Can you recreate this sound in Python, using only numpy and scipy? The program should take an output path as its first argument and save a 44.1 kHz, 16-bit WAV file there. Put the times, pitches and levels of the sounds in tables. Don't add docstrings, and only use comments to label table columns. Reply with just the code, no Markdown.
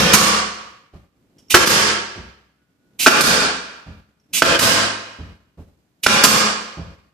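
import sys
import numpy as np
from scipy import signal
from scipy.fft import rfft, irfft
from scipy.io import wavfile
from scipy.ndimage import uniform_filter1d

SR = 44100
rng = np.random.default_rng(int(sys.argv[2]) if len(sys.argv) > 2 else 0)


def master_out(mix):
    frames = np.transpose(np.atleast_2d(mix))
    ceiling = np.clip(frames, -1, 1)
    pcm = np.round(ceiling * 32767).astype(np.int16)
    wavfile.write(sys.argv[1], SR, pcm)


def how_loud(loudness_db):
    steps = np.asarray(loudness_db, float) / 20
    return 10 ** steps


N = 314433
LEAD = SR // 10

# (time [s], level [dB], t60 [s])
EXHAUSTS = [
    (0.132, -2.5, 0.33),
    (1.66, -1, 0.26),
    (3.207, -1, 0.26),
    (4.589, -1, 0.26),
    (6.235, -1.5, 0.26),
]
# (frequency [Hz], level [dB per Hz])
EXHAUST_AIR = [(59, -43.5), (100, 3.5), (864, -6), (1430, -1), (3030, 1), (3370, 0), (3980, -0.5),
               (4610, 3.5), (8280, -3.5), (14000, -3.5), (14900, -21)]
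# (time [s], peak [dB], knock [dB], second landing [dB])
FLOOR_THUDS = [
    (.928, -31, -11.5, -5.5),
    (2.151, -33.5, 1, 6.5),
    (3.861, -24, -16, -2.5),
    (5.186, -20.5, -13.5, -2.5),
    (5.571, -28.5, -14, -4),
    (6.77, -18, -12, -2.5),
]


def at_hz(points, hz):
    table = np.array(points)
    return np.interp(np.log(hz + 1), np.log(table[:, 0]), table[:, 1])


def since(s):
    return (np.arange(N + LEAD) - LEAD) / SR - s


def dying(s, rise, t60):
    t = np.maximum(since(s), 0)
    return np.minimum(t / rise, 1) * how_loud(-60 * np.minimum(t / t60, 4))


def air(spectrum, length=N + LEAD):
    shape = how_loud(at_hz(spectrum, np.fft.rfftfreq(length, 1 / SR)))
    noise = irfft(rfft(rng.standard_normal(length)) * shape, length)
    return noise / noise.std()


def ring(x, hz, t60):
    radius = how_loud(-60 / (t60 * SR))
    w = 2 * np.pi * hz / SR
    return signal.lfilter([0, np.sin(w)], [1, -2 * radius * np.cos(w), radius * radius], x + 1e-18)


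def strike(times, levels_db, modes, spread_db):
    at = np.round(np.array(times) * SR).astype(int) + LEAD
    chance = rng.standard_normal((len(at), len(modes)))
    out = 0
    for k, (hz, db, t60) in enumerate(modes):
        clicks = np.zeros(N + LEAD)
        clicks[at] = how_loud(np.array(levels_db) + db + spread_db * chance[:, k])
        out = out + (-1) ** k * ring(clicks, hz, t60)
    return out


def blows():
    # (time [s], panel ring [dB], wall boom [dB], metal crack [dB], thump [dB])
    hits = [
        (-.04, 5, 10, 7.5, 9),
        (1.5418, 8, -0.5, 9, 10),
        (3.0621, 13.5, -6.5, 7.5, 9.5),
        (4.4206, 13.5, 5, 7.5, 11),
        (6.063, 1.5, -3, 6.5, 10),
    ]
    # (time [s], level [dB])
    knocks = [(0.17, -5), (1.64, -2), (1.695, -12), (3.144, -7), (3.241, -3.5), (3.272, -4.5),
              (4.559, -8.5), (4.62, -1), (4.666, -12), (6.109, -4), (6.27, -1)]
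    # (frequency [Hz], level [dB], t60 [s])
    panel = [(1160, -1.5, 0.0087), (1460, -4.5, 0.015), (1651, 0, 0.012)]
    # (frequency [Hz], level [dB], t60 [s])
    wall = [(203.3, -4.5, 0.039), (320, -12, 0.035), (468, -5.5, 0.045), (676.4, -10, 0.014)]
    # (frequency [Hz], level [dB], t60 [s])
    gun = [(2560, -2.5, .008), (2470, -4.5, 0.0048), (3700, -9, 0.0054), (4753, -9, .006),
           (5547, -3, 0.024), (6440, -10, 0.0054)]
    # (frequency [Hz], level [dB per Hz])
    thump_air = [(18, -40), (30, -14.5), (87, -9), (246, 0), (280, -2), (677, 0), (833, -4.5), (1590, 4),
                 (2010, -5.5), (2610, -1.5), (5400, -15), (11800, -30), (14900, -38.5)]

    s, panel_db, boom_db, crack_db, thump_db = np.transpose(hits)
    bottom_s = s + 0.0038
    thump = air(thump_air) * sum(how_loud(db) * dying(t, 0.0058, 0.12) for t, db in zip(s, thump_db))
    crack_gain = sum(how_loud(db - 5.5) * dying(t, 0.00025, 0.15) for t, db in zip(bottom_s, crack_db))
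    crack = air(EXHAUST_AIR) * crack_gain
    metal = strike(bottom_s, crack_db - 1.0, gun, spread_db=3)
    wood = strike(s, panel_db, panel, spread_db=6.5) + strike(s, boom_db, wall, spread_db=2.5)
    shifting = strike(*np.transpose(knocks), panel + wall, spread_db=2.0)
    return wood + shifting + metal + thump + crack


def exhaust():
    # (frequency [Hz], level [dB])
    hollows = [
        (1180, -.5),
        (1520, -14),
        (1000, -9),
        (1080, -8),
        (1150, -2),
    ]

    jet, out = air(EXHAUST_AIR), 0
    for (s, db, t60), (hz, hollow_db) in zip(EXHAUSTS, hollows):
        hollow = ring(ring(jet, hz, .011), hz, .011)
        speaking = np.clip(since(s) / .03, 0, 1)
        puff = how_loud(-2.0) * dying(s, 0.0022, 0.035)
        flow = dying(s, 0.0043, t60) + puff
        out = out + how_loud(db) * flow * (jet + how_loud(hollow_db) * speaking * hollow / hollow.std())
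    return out


def valve():
    # (start [s], end [s], level [dB])
    leaks = [
        (1.493, 1.541, -15),
        (2.983, 3.066, -18),
        (4.324, 4.406, -17),
        (6.024, 6.066, -12),
    ]
    # (frequency [Hz], level [dB per Hz])
    hiss = [(100, -30.5), (200, -14.5), (350, -24), (1200, -21.5), (1800, -19.5), (2300, -4.5), (2750, -1),
            (3300, -7.5), (7000, -9), (13400, -11), (14900, -6)]

    opening = 0
    for start, end, db in leaks:
        swell = np.clip(since(start) / .013, 0, 1) ** 3
        choke = np.clip(-since(end) / .01, 0, 1)
        opening = opening + how_loud(db) * swell * choke
    return opening * air(hiss)


def thuds():
    # (frequency [Hz], level [dB], t60 [s])
    slab_modes = [(61.4, 5, 0.2), (86, -1, 0.24), (106, -3.5, 0.24), (128.7, -6, .15), (147, -7, 0.23),
                  (168, -2.5, 0.14), (211.3, -9, 0.19), (278, -7, 0.087)]

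    s, db, knock_db, again_db = np.transpose(FLOOR_THUDS)
    knock = air([(40, 0), (150, -0.5), (600, -7.5), (3000, -40.5), (9000, -61)])
    knock = knock * sum(how_loud(a + b) * dying(t, .01, 0.25) for t, a, b in zip(s, db, knock_db))
    slab = strike(s, db - 12.5, slab_modes, spread_db=1.5)
    slab = slab + strike(s + 0.024, db + again_db - 9.0, slab_modes, spread_db=0.5)
    padded = signal.butter(2, [48, 300], "band", fs=SR, output="sos")
    return signal.sosfilt(padded, slab) + knock


def touches():
    # (time [s], peak [dB], scuff t60 [s])
    contacts = [
        (1.383, -54, 0.15),
        (1.484, -60, 0.026),
        (4.1983, -63, .05),
    ]
    # (frequency [Hz], level [dB], t60 [s])
    nose = [(2996, -2, 0.0089), (5320, -4, 0.013), (5550, 1, 0.03)]

    s, db, t60 = np.transpose(contacts)
    scuff = air([(100, -4.5), (2000, -12.5), (3000, -1), (4200, -13.0), (5400, 4.5), (7000, -6.5), (14000, -15.0)])
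    scuff = scuff * sum(how_loud(a) * dying(t, 0.0033, d) for t, a, d in zip(s, db, t60))
    return strike(s, db + 2, nose, spread_db=-6) + scuff


def press():
    # (time of most load [s], level [dB], build-up [dB per s])
    loads = [
        (1.28, -59, 90),
        (1.39, -56, 50),
        (1.5, -56.5, 59.5),
        (2.988, -50.5, 66),
        (4.31, -50.5, 350),
        (4.42, -47, 280),
        (6.039, -43, 1001.5),
    ]
    let_go = 199

    load = 0
    for s, db, rate_db in loads:
        t = since(s)
        load = load + how_loud(db + np.where(t < 0, rate_db * t, -let_go * t))
    return load * air([(30, -13), (100, -6), (250, -3), (450, -11.5), (1000, -31.5), (4000, -60.0)])


def pair(noises, hz):
    # (frequency [Hz], left-right likeness [0 to 1])
    likeness = [(60, 0.86), (130, 0.88), (290, 0.75), (630, 0.5), (1380, -0.03), (3010, 0.07), (6590, -0.0),
                (14400, -0.01)]
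    # (frequency [Hz], left minus right [dB])
    left_more = [(60, -5.5), (110, 7), (200, 0), (370, 2), (690, 1.5), (1260, 0.5), (2320, 0), (4270, -7.5),
                 (7850, -10), (14400, 4.5)]

    alike = np.clip(at_hz(likeness, hz), 0, 1)
    mid, side = rfft(noises)
    both = np.sqrt(1 + alike) * mid + np.sqrt(1 - alike) * side * [[1], [-1]]
    return both * how_loud(at_hz(left_more, hz) * [[.5], [-.5]]) / np.sqrt(2)


def room(x, wet_db):
    # (frequency [Hz], t60 [s])
    room_t60 = [(40, 0.66), (120, 0.39), (300, 0.87), (1000, 0.99), (2500, 0.99), (5000, 0.82),
                (8000, 0.67), (11000, 0.49), (14500, 0.44)]
    # (frequency [Hz], level [dB], t60 [s])
    standing = [(64.6, -26.5, 1), (105.7, -31, 0.98), (182.7, -28, 0.73), (212, -27, 0.83)]

    length = 2 * SR
    hz, t = np.fft.rfftfreq(length, 1 / SR), np.arange(length) / SR
    diffuse, tail = pair(rng.standard_normal((2, length)), hz), 0
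    for centre in 30 * 2 ** np.arange(0, 9.6, .5):
        band = np.cos(np.pi * np.clip(np.log2((hz + 1) / centre), -.5, .5)) ** 2
        tail = tail + irfft(diffuse * band, length) * how_loud(-60 * t / at_hz(room_t60, centre))
    tail = tail + sum(how_loud(db - 60 * t / t60) * np.sin(2 * np.pi * f * t) for f, db, t60 in standing)
    tail = how_loud(wet_db) * tail * np.clip((t - .001) / 0.0016, 0, 1)
    tail[0, 0], tail[1, 1] = how_loud(-2.4), how_loud(3.0)
    return signal.fftconvolve(x[None], tail, axes=1)[:, LEAD:LEAD + N]


def hush():
    # (frequency [Hz], level [dB per Hz])
    hush_air = [(12, -45), (20, -13.5), (27, -20.5), (86, -7), (191, -3.5), (219, -9), (297, -4),
                (322, -10.5), (918, -21), (2100, -24), (9530, -35), (14400, -33)]
    # (start [s], end [s], level [dB])
    motor = [
        (1.2, 2.5, -86),
        (2.56, 3.1, -76),
        (4.1, 4.4, -93),
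        (5.6, 6.1, -92),
    ]

    noises = np.array([air(hush_air, N), air(hush_air, N)])
    noise = irfft(pair(noises, np.fft.rfftfreq(N, 1 / SR)), N)
    whine = ring(rng.standard_normal(N), 1461, .8)
    spells = 0
    for start, end, db in motor:
        spells = spells + how_loud(db) * np.clip(np.minimum(since(start), -since(end)) / .05, 0, 1)
    return how_loud(12) * (how_loud(-64) * noise + spells[LEAD:] * whine / whine.std())


def scene():
    small = thuds() * how_loud(3.5) + touches() * how_loud(7.0) + press()
    in_room = valve() + blows() + exhaust() + small * how_loud(-5)
    return room(in_room, wet_db=-29) + small[LEAD:] + hush()


def smooth(x, seconds):
    r = np.exp(-1 / (seconds * SR))
    return signal.lfilter([1 - r], [1, -r], x, zi=[r * x[:200].mean()])[0]


def sag(s, delay, fall, hold, climb, depth_db):
    t = since(s + delay)[LEAD:]
    return depth_db * np.clip(np.minimum(t / fall, 1 - (t - fall - hold) / climb), 0, 1)


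def limiter_db(power):
    release = 100 * np.arange(N) / SR
    held_db = np.maximum.accumulate(10 * np.log10(smooth(power, .005)) + release) - release
    return smooth(np.minimum(-12 - held_db, 0), 0.0027)


def late_db():
    # (time [s], extra [dB], length [s], duck [dB])
    slips = [
        (0.137, 9, 0.027, 0.2),
        (1.544, 12, 0.04, -4.5),
        (1.673, 7.5, 0.0098, -6.5),
        (3.0662, 11.5, 0.028, -2.5),
        (3.238, 2, 0.018, -4.5),
        (4.4203, 7.5, 0.0047, -9),
        (4.593, 4.5, 0.011, -9),
        (6.0627, 6.5, 0.01, -10),
        (6.238, 10.5, 0.028, -2),
    ]
    early, fall, climb = .006, 0.029, 0.043

    t, out = np.arange(N) / SR, 0
    for s, db, length, duck_db in slips:
        out = out + db * (t >= s) * np.clip(1 - ((t - s) / length) ** 2, 0, 1)
        out = out + sag(s, -early - fall, fall, 0, climb, duck_db)
    return out


def slow_db():
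    # (delay [s], fall [s], hold [s], climb [s], depth [dB])
    after_exhaust = (0.12, 0.31, 0.2123, 0.5851, -7)
    # (delay [s], fall [s], hold [s], climb [s], depth [dB])
    after_thud = (.0, 0.15, 0.06, 0.02, -1)

    exhaust_db = sum(sag(row[0], *after_exhaust) for row in EXHAUSTS)
    return exhaust_db + sum(sag(row[0], *after_thud) for row in FLOOR_THUDS)


def starve_top(x):
    # (frequency [Hz], level against the whole sound [dB])
    starved_below = [(9000, -56), (10500, -45.5), (12500, -39.5), (14500, -36.5)]

    hz, _, frames = signal.stft(x, SR, nperseg=2048)
    power = np.mean(np.abs(frames) ** 2, axis=0) + 1e-16
    band_db = 10 * np.log10(uniform_filter1d(power, size=6, axis=0))
    whole_db = 10 * np.log10(power[hz > 600].sum(axis=0))
    relief_db = 2.5 * np.maximum(-28.5 - whole_db, 0)
    luck = rng.standard_normal((len(hz) // 12 + 1, power.shape[1])).repeat(12, axis=0)[:len(hz)]
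    demand_db = at_hz(starved_below, hz)[:, None] - relief_db + 4 * luck
    kept = 1 / (1 + np.exp(np.clip(1.4 * (whole_db + demand_db - band_db), -30, 30)))
    frames = frames * np.where(hz[:, None] > 9000, kept, 1)
    return signal.istft(frames, SR, nperseg=2048)[1][:, :N]


def low_pass(x):
    return signal.sosfilt(signal.butter(12, 15030, fs=SR, output="sos"), x)


def record(dry):
    dry = signal.sosfilt(signal.butter(2, 45, "high", fs=SR, output="sos"), dry)
    power = np.mean(dry ** 2, axis=0) + 1e-12
    gate_db = np.clip(.8 * (10 * np.log10(smooth(power, 0.0089)) + 34), -14, 0)
    gain_db = limiter_db(power) + gate_db + late_db() + slow_db()
    x = np.clip(dry * how_loud(gain_db), -1, 1)
    x = signal.sosfilt(signal.butter(1, 20, "high", fs=SR, output="sos"), x)
    x = signal.sosfilt(signal.cheby2(16, 45, 14950, fs=SR, output="sos"), x)
    finished = starve_top(x)
    return low_pass(finished)


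dry = scene()
out = record(dry)
master_out(out)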